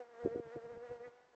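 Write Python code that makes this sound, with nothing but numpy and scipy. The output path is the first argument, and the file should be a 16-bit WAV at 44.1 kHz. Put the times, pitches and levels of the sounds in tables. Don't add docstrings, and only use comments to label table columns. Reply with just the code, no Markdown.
import sys
import numpy as np
from scipy import signal
from scipy.fft import rfft, irfft
from scipy.io import wavfile

SR = 44100
rng = np.random.default_rng(int(sys.argv[2]) if len(sys.argv) > 2 else 0)


def file_out(sig):
    cols = np.atleast_2d(sig).T
    lim = np.clip(cols, -1, 1)
    pcm = np.round(lim * 32767).astype(np.int16)
    wavfile.write(sys.argv[1], SR, pcm)


N = 59535
TIME = np.arange(N) / SR
JITTER_HZ, SWAY_HZ = 122, 46.3
HUM_OVER_RASP_DB = 16


def amp(db):
    return 10 ** (np.asarray(db) / 20)


def unit(x):
    return x / np.sqrt(np.mean(x ** 2) + 1e-20)


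def gain_at(spectrum, hz):
    table_hz, db = np.transpose(spectrum)
    return amp(np.interp(np.log(hz + 1), np.log(table_hz + 1), db))


def colour(x, spectrum):
    return irfft(rfft(x, 2 * N) * gain_at(spectrum, np.fft.rfftfreq(2 * N, 1 / SR)))[:N]


def wander(rate_hz):
    hz = np.fft.rfftfreq(N, 1 / SR)
    return unit(irfft(rfft(rng.standard_normal(N)) * np.exp(-(hz / rate_hz) ** 2), N))


def bell(x, centre, width):
    return np.exp(-.5 * ((x - centre) / width) ** 2)


def outdoor_hiss():
    # f/Hz, relative level/dB
    spectrum = [(30, -17), (190, -7), (450, -0.5), (900, -3), (1700, -9.5), (2600, -15), (4000, -18),
                (6500, -21), (8000, -26)]
    return amp(-73) * unit(colour(rng.standard_normal(N), spectrum))


def yard_scatter(x, t60_s=0.24):
    t = TIME[:SR // 3]
    tail = rng.standard_normal(len(t)) * amp(-60 * t / t60_s) * (t > .006)
    return amp(-13) * signal.fftconvolve(x, tail / np.linalg.norm(tail))[:N]


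def wall_reflection(x):
    delay_s = 0.001622 + .00025 * wander(rate_hz=6.8)
    return amp(-13.5) * np.interp(TIME - delay_s, TIME, x)


def wing_wash():
    # t/s, half width/s, level/dB
    gusts = [(.251, .009, -44), (.278, .007, -51), (.32, .012, -58), (.368, .009, -49), (.399, .006, -52),
             (.468, .013, -59), (.568, .01, -52), (.66, .02, -63), (.735, .018, -61), (.775, .009, -59),
             (.825, .02, -71), (.912, .012, -56), (.96, .012, -68), (1.007, .01, -67), (1.077, .01, -62)]
    # f/Hz, relative level/dB
    turbulence = [(20, -24), (60, -9), (95, -3), (135, 0.5), (220, -9.5), (350, -8), (480, -16.5),
                  (650, -13), (1000, -27), (2000, -54)]
    # t/s, peak level/dB, f/Hz
    eddies = [(0.2526, -35.5, 303), (.2611, -20.5, 379), (0.2742, -29, 403), (.3485, -38, 484),
              (0.3604, -29.5, 367), (0.3798, -40, 318), (.3987, -32.5, 392), (0.5618, -39.5, 342),
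              (.565, -37.5, 445)]
    force = sum(amp(db) * bell(TIME, at, width) for at, width, db in gusts)
    churn = colour(rng.standard_normal(N), turbulence)
    window = np.hanning(round(.04 * SR))
    local_rms = np.sqrt(signal.fftconvolve(churn ** 2, window / window.sum(), "same"))
    thuds = sum(amp(db) * bell(TIME, at, width=0.0016) * np.cos(2 * np.pi * hz * (TIME - at))
                for at, db, hz in eddies)
    return force * churn / local_rms - thuds


def back_stroke(cycles, beat_hz):
    # t/s, half width/s, level/dB, centre f/Hz
    body_turns = [(0.219, 0.012, -68.5, 1897), (0.327, 0.016, -67, 1670), (0.527, 0.016, -70.5, 1840),
                  (0.895, 0.043, -75, 2200), (1.054, 0.013, -59.5, 1800)]
    late_cycles = cycles - 0.3124 + 0.0033 * wander(JITTER_HZ)
    out = np.zeros(N)
    for at, width, db, hz in body_turns:
        snaps = sum(bell(k * beat_hz, hz, width=420) * np.cos(2 * np.pi * k * late_cycles)
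                    for k in range(4, 14))
        out += amp(db) * bell(TIME, at, width) * unit(snaps)
    return out


def torn_air(cycles, hum_db, rasp_db):
    # f/Hz, relative level/dB
    spectrum = [(100, -19), (250, -7.5), (500, 7.5), (900, 3), (1900, -3.5), (2700, -9.5), (4000, -14),
                (6000, -16), (8000, -22)]
    puffs = np.exp(0.17 * np.cos(2 * np.pi * cycles))
    air = unit(colour(rng.standard_normal(N) * puffs, spectrum))
    air_db = rasp_db - 3.5 + 0.12 * (hum_db - rasp_db - HUM_OVER_RASP_DB)
    return amp(air_db) * air


def wing_snaps(cycles, beat_hz, rasp_db, flutter_db=1.5):
    # f/Hz, relative level/dB
    spectrum = [(700, -40), (930, 4), (1180, -2.5), (1430, 4), (1680, 0), (1950, -2.5), (2250, -9.5),
                (2800, -24), (4000, -37.5), (8000, -32.5)]
    snaps = np.zeros(N)
    for k in range(4, 34):
        flutter = amp(flutter_db * wander(SWAY_HZ))
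        snaps -= gain_at(spectrum, k * beat_hz) * flutter * np.cos(2 * np.pi * k * cycles)
    roughness = 1 + 0.17 * wander(JITTER_HZ)
    return amp(rasp_db - 2) * unit(snaps * roughness)


def wing_hum(cycles, hum_db, third_db, rasp_db, sway_db=.3):
    fundamental_db = hum_db - 20.5 + 0.18 * (rasp_db + HUM_OVER_RASP_DB - hum_db)
    levels_db = (fundamental_db, hum_db + 1, third_db + 1)
    return -sum(amp(db + sway_db * wander(SWAY_HZ)) * np.cos(2 * np.pi * k * cycles)
                for k, db in enumerate(levels_db, 1))


def bee():
    # t/s, wingbeat f/Hz, then base level/dB of the hum, the third partial and the rasp
    flight = [(0.0, 252, -43, -54, -61), (0.02, 242, -48, -52, -64), (0.067, 235.7, -67, -73, -70),
              (0.099, 237.5, -60, -68, -69), (0.169, 229.5, -57, -62, -63), (0.212, 243.9, -46, -60, -60),
              (0.245, 235.5, -43, -52, -61), (0.296, 225.1, -46, -53, -63),
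              (0.33, 236.4, -40.5, -64, -62.5), (0.384, 240.8, -43, -54, -64),
              (0.42, 232.6, -49.5, -63, -67), (0.496, 226.7, -52.5, -62, -62),
              (0.54, 242.3, -48, -62, -60.5), (0.576, 232.2, -43, -53, -66), (0.61, 227.9, -56, -66, -64),
              (0.657, 236, -44.5, -59, -64.5), (0.682, 230.2, -51, -63, -66),
              (0.708, 243.1, -44.5, -60, -63.5), (0.752, 230, -53.5, -63, -64),
              (0.773, 239.1, -45, -63, -67), (0.8, 232.7, -51, -61, -67), (0.83, 244.7, -45.5, -63, -64),
              (0.86, 244.8, -49.5, -58, -60.5), (0.887, 232.8, -54.5, -64, -61.5),
              (0.916, 241.1, -40.5, -57, -62), (0.966, 240, -51.5, -60, -63.5),
              (0.993, 231.5, -61, -68, -69), (1.007, 238.5, -47, -59, -66),
              (1.05, 246.6, -48.5, -63, -64.5), (1.081, 243, -48, -64, -62.5),
              (1.103, 237.5, -63.5, -73, -72.5), (1.141, 244.3, -61.5, -70, -70.5),
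              (1.211, 245.9, -68, -71, -69.5), (1.306, 245.2, -76.5, -83, -79.5),
              (1.35, 240.7, -64, -73, -69.5)]
    times, *columns = np.transpose(flight)
    beat_hz, hum_db, third_db, rasp_db = (np.interp(TIME, times, column) for column in columns)
    cycles = np.cumsum(beat_hz * (1 + .011 * wander(JITTER_HZ))) / SR
    rasp = wing_snaps(cycles, beat_hz, rasp_db) + torn_air(cycles, hum_db, rasp_db)
    rasp += back_stroke(cycles, beat_hz)
    hum = wing_hum(cycles, hum_db, third_db, rasp_db)
    return hum + rasp + wall_reflection(rasp) + yard_scatter(rasp + amp(-8) * hum)


def scene():
    return (outdoor_hiss() + bee() + wing_wash())[None]


def record(dry, fade_s=.003, cutoff_hz=8100):
    to_nearest_end_s = np.minimum(TIME, TIME[::-1])
    fade = np.sin(np.pi / 2 * np.minimum(to_nearest_end_s / fade_s, 1)) ** 2
    lowpass = signal.firwin(901, cutoff_hz, window=("kaiser", 8), fs=SR)
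    return signal.oaconvolve(dry * fade, lowpass[None], "same")


dry = scene()
out = record(dry)
file_out(out)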